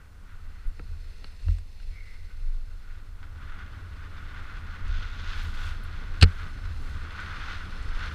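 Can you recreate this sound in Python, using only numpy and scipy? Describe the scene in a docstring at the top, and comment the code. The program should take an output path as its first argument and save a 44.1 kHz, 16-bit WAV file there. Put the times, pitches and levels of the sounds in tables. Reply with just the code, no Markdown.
"""A snowboard runs through powder: shearing crystals are random clicks filtered into hiss, spray and dust.
All is heard from a camera in a housing on the rider's helmet; turns and clumps of snow raise the hiss.
Wind is filtered noise that rumbles, shakes the mount, blows through the housing's gaps and whistles once.
The mount clacks over a few bumps and a fir branch slaps the camera once: short contacts ring the housing's
modes, and the mount swings as decaying sines. Crumbs of snow tick as short bursts of band-passed noise."""
import sys
import numpy as np
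from scipy import signal
from scipy.fft import rfft, irfft
from scipy.io import wavfile
from scipy.ndimage import uniform_filter1d, minimum_filter1d

SR = 44100
rng = np.random.default_rng(int(sys.argv[2]) if len(sys.argv) > 2 else 0)


def store_wav(level_fs):
    """Save 16-bit WAV to argv[1]."""
    pcm = np.round(np.clip(np.atleast_2d(level_fs), -1, 1) * 32767)
    wavfile.write(sys.argv[1], SR, pcm.T.astype(np.int16))


N = 359104
TIME = np.arange(N) / SR   # s

# Wind pressure of the airspeed. Each row: time in seconds, level relative to cruising in dB.
AIRSPEED = [(0.0, -9), (1.1, -9), (2.0, -12.5), (2.85, -10.5), (3.55, -1.5), (4.1, -2), (6.0, 1.5),
            (6.6, -0.5), (7.1, 1), (8.14, 2.5)]


def from_db(db):
    """Amplitude ratio: 20 dB is a factor of ten."""
    return 10 ** (np.asarray(db) / 20)


def rms_one(x):
    """Power normalisation: scale to unit rms."""
    return x / np.sqrt(np.mean(x ** 2) + 1e-20)


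def in_time(rows):
    """Linear interpolation: each level column of a curve at every sample."""
    seconds, *columns = np.transpose(rows)
    return [np.interp(TIME, seconds, column) for column in columns]


def held(start, end, attack_s, release_s):
    """Trapezoidal envelope: rise to 1 by start, hold until end, fall back to 0."""
    rise = 1 + (TIME - start) / attack_s
    fall = 1 - (TIME - end) / release_s
    return np.clip(np.minimum(rise, fall), 0, 1)


def swell(s, half_length):
    """Gaussian envelope: a smooth bump of height 1 around time s."""
    return np.exp(-np.minimum(((TIME - s) / half_length) ** 2, 50))


def coloured(x, spectrum):
    """Linear filtering by Fourier transform: weight x by a spectrum, then scale to rms 1."""
    hz, db = np.transpose(spectrum)
    bins = np.arange(N // 2 + 1) * SR / N + 1e-3
    octaves_beyond = np.abs(np.log2(bins / np.clip(bins, hz[0], hz[-1])))
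    # outside the table the level falls by 20 dB per octave
    gain_db = np.interp(np.log(bins), np.log(hz), db) - 20 * octaves_beyond
    return rms_one(irfft(rfft(x) * from_db(gain_db), N))


def drift(rate_hz):
    """Low-passed noise: two equal poles at rate_hz give a smooth random wandering of spread 1."""
    step = 40   # samples between the points of the slow noise
    r = np.exp(-2 * np.pi * rate_hz * step / SR)
    points = rng.standard_normal(N // step + 2002)
    slow = signal.lfilter([1], [1, -2 * r, r * r], points)[2000:]   # without the filter's start
    return np.interp(np.arange(N) / step, np.arange(len(slow)), rms_one(slow))


def steadied(x, window_s):
    """Envelope division: local rms evens out the slow swells of a noise and keeps its quick lumps."""
    power = uniform_filter1d(x ** 2, max(int(window_s * SR), 2))
    return rms_one(x / np.sqrt(np.abs(power) + 1e-9))


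def grains(per_s, spread_db):
    """Shot noise: independent random clicks of uneven size."""
    size_db = spread_db * np.minimum(rng.exponential(1, N), 5)
    sizes = from_db(size_db) * rng.standard_normal(N)
    return sizes * (rng.random(N) < per_s / SR)


def resonance(x, hz, width_hz):
    """Damped resonator: a two-pole band-pass with gain 1 on top."""
    r = np.exp(-np.pi * width_hz / SR)
    numerator = np.array([1, 0, -1]) * (1 - r * r) / 2
    return signal.lfilter(numerator, [1, -2 * r * np.cos(2 * np.pi * hz / SR), r * r], x)


def ring(clicks, hz, t60):
    """Impulse response of a damped mode: a unit click starts a decaying sine of height 1."""
    r = np.exp(-np.log(1000) / (t60 * SR))
    w = 2 * np.pi * hz / SR
    return signal.lfilter([0, np.sin(w)], [1, -2 * r * np.cos(w), r * r], clicks + 1e-18)


def add(out, s, sound):
    """Superposition: mix a short sound in at time s."""
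    at = int(s * SR)
    out[at:at + len(sound)] += sound[:N - at]


def snow(lumps_db=0.87, patter_db=0.4, unevenness_db=1.35):
    """Granular friction: crystals shear under the base as hiss and fly off the edge as spray and dust."""
    # Rubbing of the board between turns. Each row: time in seconds, gliding hiss in dB.
    board = [(0.0, -71.5), (0.3, -58), (0.6, -58.5), (0.8, -67), (1.4, -68), (1.7, -84), (1.95, -65.5),
             (2.6, -65.5), (3.32, -60.5), (3.42, -53), (3.88, -54.5), (4.05, -49.5), (4.5, -49),
             (5.85, -49.5), (6.42, -46.5), (6.72, -54), (7.05, -45.5), (7.75, -48), (8.14, -44)]
    # The edge digs in and throws snow. Each row: start and end in seconds, rise of hiss and of spray in dB.
    turns = [(0.0, 0, 13, -5), (2.914, 2.955, 3.5, 8), (3.558, 3.582, 6, 2.5), (4.93, 5.696, 1, 7),
             (5.257, 5.423, 3, 3.5), (5.61, 5.68, 4.5, 4), (7.187, 7.55, 5, 5.5), (7.476, 7.537, 3, 4.5),
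             (8.041, 8.038, 7, 10)]
    # The board breaks through a firmer clump. Each row: start in seconds, rise in dB, decay in seconds.
    clumps = [(2.303, 9, 0.023), (2.975, 6, 0.017), (3.229, 13.5, 0.028), (3.522, 4, 0.01),
              (3.968, 2, 0.011), (4.995, 1, .035), (5.125, 0, 0.0081), (6.14, 7.5, 0.012), (6.654, 8, .014),
              (7.947, 3, 0.0088)]
    # Fine powder blows over the housing. Each row: centre and half length in seconds, level in dB.
    clouds = [(1.5, 0.077, -67.5), (4.35, .4, -79), (5.42, .11, -65), (5.644, 0.098, -62.5),
              (6.36, 0.22, -70.5), (6.857, 0.15, -67)]
    # Spectra of the hiss and the spray. Each row: frequency in Hz, relative level in dB per Hz.
    glide_spectrum = [(300, -21.5), (620, -22.5), (950, -13), (1220, -4), (1340, -3.5), (1460, 2),
                      (1590, -4.5), (1740, -8.5), (2020, -8), (2300, -13.5), (3500, -21.5), (6000, -61),
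                      (12000, -63)]
    spray_spectrum = [(1400, -41), (2000, -7.5), (2500, 2.5), (3100, 1.5), (3500, 5), (3900, 0.5),
                      (4250, 1), (4750, -5), (5200, -5.5), (5650, -10.5), (6100, -8.5), (7000, -16.5),
                      (9500, -37), (15000, -49)]

    glide_db, = in_time(board)
    speed_db, = in_time(AIRSPEED)
    # spray is -61 dB at a hiss of -50 dB and cruising speed; slopes in dB per dB
    spray_db = -61 + 0.85 * (glide_db + 50) + 0.55 * speed_db
    for start, end, hiss_rise_db, spray_rise_db in turns:
        edge = held(start, end, attack_s=0.098, release_s=0.11)
        glide_db = glide_db + hiss_rise_db * edge
        spray_db = spray_db + spray_rise_db * edge

    lumps = lumps_db * drift(21) + unevenness_db * drift(6.2)   # dB
    for s, rise_db, decay in clumps:
        add(lumps, s, rise_db * np.exp(-TIME[:SR // 5] / decay))

    glide_gain = from_db(glide_db + lumps + patter_db * drift(33))
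    glide = coloured(grains(16000, spread_db=1.5), glide_spectrum) * glide_gain
    spray = coloured(grains(20000, spread_db=4.0), spray_spectrum) * from_db(spray_db + lumps)

    powder = from_db(spray_db - 24)   # a little of the spray always reaches the housing
    for s, half_length, db in clouds:
        powder = powder + from_db(db) * swell(s, half_length)
    dust = rms_one(resonance(grains(6000, spread_db=2.5), 5300, 4800)) * powder
    return glide + spray + dust


def wind(flicker_db=1.5, eddy_gust_share=0.059):
    """Turbulent pressure: big eddies press on the housing and shake the mount, small ones add a low rush."""
    # Gusts and lulls. Each row: centre and half length in seconds, change of buffeting and of shaking in dB.
    gusts = [(0.045, 0.21, -12, -4.5), (0.446, 0.046, 4, 4), (.68, 0.023, 15, 0), (0.943, .13, 4, 8.5),
             (1.888, .07, 8, 6), (2.423, 0.26, 5.5, 5), (3.38, 0.061, -5, 5), (3.525, 0.047, 6, -10),
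             (3.803, 0.26, -6.5, 2.5), (4.926, 0.1, 12.5, 8), (5.5, 0.34, 7.5, 5), (6.19, 0.18, 6.5, 0.5),
             (6.795, 0.24, 5.5, 6.5), (7.164, .1, -7, 1), (7.955, 0.16, 9.5, 0), (8.14, 0.085, -14, 5)]
    # Spectra of the three wind noises. Each row: frequency in Hz, relative level in dB per Hz.
    buffet_spectrum = [(6, -20), (14, -2), (22, 1), (34, -5.5), (50, -21), (80, -34), (200, -59)]
    shake_spectrum = [(35, -22), (58, -3.5), (70, -6), (82, 0), (91, -8.5), (102, -15.5), (130, -32),
                      (220, -41)]
    eddy_spectrum = [(80, 6), (135, 4), (168, -1.5), (192, 4.5), (212, -4), (275, -3), (340, -9),
                     (480, -10.5), (650, -14), (1200, -14.5), (4000, -54)]

    speed_db, = in_time(AIRSPEED)
    push_db = sum(db * swell(s, half_length) for s, half_length, db, _ in gusts)
    rock_db = sum(db * swell(s, half_length) for s, half_length, _, db in gusts)
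    # each level: dB at cruising speed, then dB per dB of wind pressure
    buffet_db = -37 + 0.22 * speed_db + push_db
    shake_db = -42 + 0.69 * speed_db + rock_db
    eddy_db = -51 + speed_db + eddy_gust_share * rock_db + flicker_db * drift(22)

    buffet = steadied(coloured(rng.standard_normal(N), buffet_spectrum), window_s=0.124)
    shake = steadied(coloured(rng.standard_normal(N), shake_spectrum), window_s=0.3)
    eddies = coloured(rng.standard_normal(N), eddy_spectrum)
    return buffet * from_db(buffet_db) + shake * from_db(shake_db) + eddies * from_db(eddy_db)


def draught(flutter_db=1.5):
    """Cavity resonance: fluttering air streams through the gaps and excites the housing's air cavities."""
    # Air through the gaps. Each row: time in seconds, hiss level in dB.
    stream = [(0, -75), (.95, -63.5), (1.2, -59.5), (1.55, -58.5), (1.66, -66), (1.85, -60.5),
              (2.45, -63.5), (3.3, -71), (4.2, -66), (8.14, -55.5)]
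    # Air cavities of the housing. Each row: frequency and width in Hz, relative level in dB.
    cavities = [(459, 87, 3.5), (1410, 390, -8), (1930, 270, 2.5), (2700, 340, 1), (3520, 410, -2.5),
                (4290, 340, 2), (4960, 160, -2.5), (5270, 130, -1.5), (6190, 140, -5.5), (7300, 380, -13.5),
                (8550, 400, -12.5), (9700, 1250, -17)]

    air = rng.standard_normal(N) * from_db(flutter_db * drift(33))
    hiss = np.zeros(N)
    for k, (hz, width_hz, db) in enumerate(cavities):
        hiss += (-1) ** k * from_db(db) * resonance(air, hz, width_hz)   # neighbours in opposite phase
    level_db, = in_time(stream)
    return rms_one(hiss) * from_db(level_db)


def crumbs():
    """Band-limited burst: a crumb of snow ticks on the housing as a short, decaying fizz."""
    # Each row: start in seconds, level in dB, centre and width of the band in Hz, decay in seconds.
    crumb_list = [(0.67, -64, 10400, 7000, 0.014), (1.584, -59, 8000, 3500, .005),
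                  (4.879, -59, 7200, 3000, .005), (5.432, -61, 12500, 5000, .016),
                  (5.834, -60, 10800, 5500, .016), (7.203, -57, 7600, 3000, .005),
                  (7.825, -60, 7040, 3000, .005)]
    out, t = np.zeros(N), TIME[:SR // 10]
    for s, db, hz, width_hz, decay in crumb_list:
        fizz = resonance(rng.standard_normal(len(t)), hz, width_hz)
        fizz = resonance(fizz, hz, width_hz)
        add(out, s, from_db(db) * rms_one(fizz) * np.exp(-t / decay))
    return out


def knocks(modes_db=-14.5, crack_db=-9.5):
    """Impact excitation: a brief rattling contact cracks and sets the housing's modes ringing."""
    # Each row: start in seconds, relative level in dB, contact length in seconds,
    # low-pass corner in Hz (low for dull knocks), high-pass corner in Hz (high for thin ones).
    knock_list = [(0.7947, -28.5, 0.0011, 1500, 130), (1.2432, -33, 0.0013, 4400, 300),
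                  (1.483, -32.5, 0.0028, 1700, 100), (1.584, -41.5, 0.0031, 2800, 900),
                  (1.799, -43.5, 0.0071, 2400, 1000), (6.2128, -15.5, 0.0054, 6000, 3000),
                  (6.224, -7, 0.004, 4970, 600), (6.2276, -6, .004, 8200, 100),
                  (6.2307, -16, 0.0035, 12000, 150), (6.237, -15.5, 0.0052, 4860, 1190)]
    # Modes of the housing. Each row: frequency in Hz, relative level in dB, 60 dB decay time in seconds.
    modes = [(158, 2, 0.039), (280, 2, 0.03), (410, -5, 0.025), (470, -3.5, 0.061), (840, -8, 0.019),
             (1348, 1, 0.03), (1557, 4.5, 0.0099), (1840, -0.5, 0.01), (2165, -6, 0.043), (2720, 8, 0.0097),
             (2720, 2.5, 0.0073), (4000, -25, 0.014), (4170, 7.5, 0.012), (4574, 9.5, 0.0062),
             (6460, -16, 0.0055), (8060, -5, 0.0055), (9100, -10, 0.0052)]
    # Dry crack of a contact. Each row: frequency in Hz, relative level in dB per Hz.
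    crack_spectrum = [(150, -2.5), (780, -6.5), (1500, -5), (2900, -1.5), (3500, -7), (4600, -9),
                      (5600, -19), (9000, -14), (10200, -27), (15000, -22)]

    out, t = np.zeros(N), TIME[:SR // 10]
    crackle = coloured(rng.standard_normal(N), crack_spectrum)
    for s, db, length, dull_hz, thin_hz in knock_list:
        pressure = np.exp(-(t / length) ** 2)
        crack = steadied(crackle[int(s * SR):][:len(t)], window_s=0.00079)
        sound = from_db(crack_db) * crack * pressure
        for hz, mode_db, t60 in modes:
            mode = ring(pressure * rng.standard_normal(len(t)), hz, t60)
            mode = resonance(mode, hz, hz / 2)   # the walls pass little away from the mode
            sound = sound + mode / np.abs(mode).max() * from_db(mode_db + modes_db)
        sound = signal.sosfilt(signal.butter(2, dull_hz, fs=SR, output="sos"), sound)
        sound = signal.sosfilt(signal.butter(1, thin_hz, "high", fs=SR, output="sos"), sound)
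        add(out, s, from_db(db) * sound)
    return out


def jolts():
    """Damped oscillation: after a jolt the camera swings up on its springy mount and dies away."""
    # Each row: crest in seconds, frequency in Hz, level in dB, rise and 60 dB decay time in seconds.
    jolt_list = [(1.495, 81.4, -17.5, 0.027, 0.27), (1.494, 146, -41.5, 0.016, 0.12),
                 (1.518, 40.2, -19, 0.062, 0.29), (2.478, 23.4, -19.5, 0.088, 1.2),
                 (6.2316, 83.7, -4, 0.0086, .17), (6.247, 30, -7.5, 0.0047, 0.086),
                 (6.232, 123, -12.5, 0.0044, 0.041), (6.249, 188, -27, 0.014, 0.14)]
    out = np.zeros(N)
    for s, hz, db, rise, t60 in jolt_list:
        t = TIME - s
        growth = -(np.minimum(t, 0) / rise) ** 2
        decay = -np.log(1000) * np.maximum(t, 0) / t60
        out += from_db(db) * np.exp(growth + decay) * np.cos(2 * np.pi * hz * t)
    return out


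def whistle(width_hz=120):
    """Narrow-band noise: one gap sings, an unsteady, airy tone that starts sharp, settles and fades."""
    start_s, end_s, level_db = 1.97, 2.07, -55
    attack_s, t60_s = 0.059, 1
    settled_hz, sharp_hz, settle_s = 2090, 90, 0.041

    pitch = settled_hz + sharp_hz * np.exp(-np.maximum(TIME - start_s, 0) / settle_s)
    phase = 2 * np.pi * np.cumsum(pitch) / SR
    tone = rms_one(drift(width_hz) * np.cos(phase) + drift(width_hz) * np.sin(phase))
    attack = np.clip(1 + (TIME - start_s) / attack_s, 0, 1)   # complete at start_s
    fade = np.exp(-np.log(1000) * np.maximum(TIME - end_s, 0) / t60_s)
    return from_db(level_db) * tone * attack * fade


def self_noise(level_db=-68.0):
    """Stationary noise: a steady, coloured noise floor."""
    # Each row: frequency in Hz, relative level in dB per Hz.
    floor_spectrum = [(100, 5), (1000, 7), (4000, 2), (7500, -0.5), (11000, -4), (15500, -7)]
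    return from_db(level_db) * coloured(rng.standard_normal(N), floor_spectrum)


def scene():
    """Superposition: everything adds up at one microphone in the open air, without echoes."""
    air_and_snow = snow() + wind() + draught() + whistle()
    contacts = crumbs() + knocks() + jolts()
    return (air_and_snow + contacts + self_noise())[None]


def limited(x, ceiling=0.79, hold_s=0.0018):
    """Gain reduction: a quick limiter ducks just around any peak above the ceiling."""
    size = max(int(hold_s * SR), 2)
    gain = np.minimum(1, ceiling / (np.abs(x) + 1e-9))
    return x * uniform_filter1d(minimum_filter1d(gain, size), size)


def record(dry):
    """Limiting and band limitation: the limiter catches the slap, then a steep low-pass cuts the top."""
    cutoff_hz = 15400
    low_pass = signal.ellip(10, .1, 80, cutoff_hz, fs=SR, output="sos")
    return signal.sosfilt(low_pass, limited(dry))


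dry = scene()
out = record(dry)
store_wav(out)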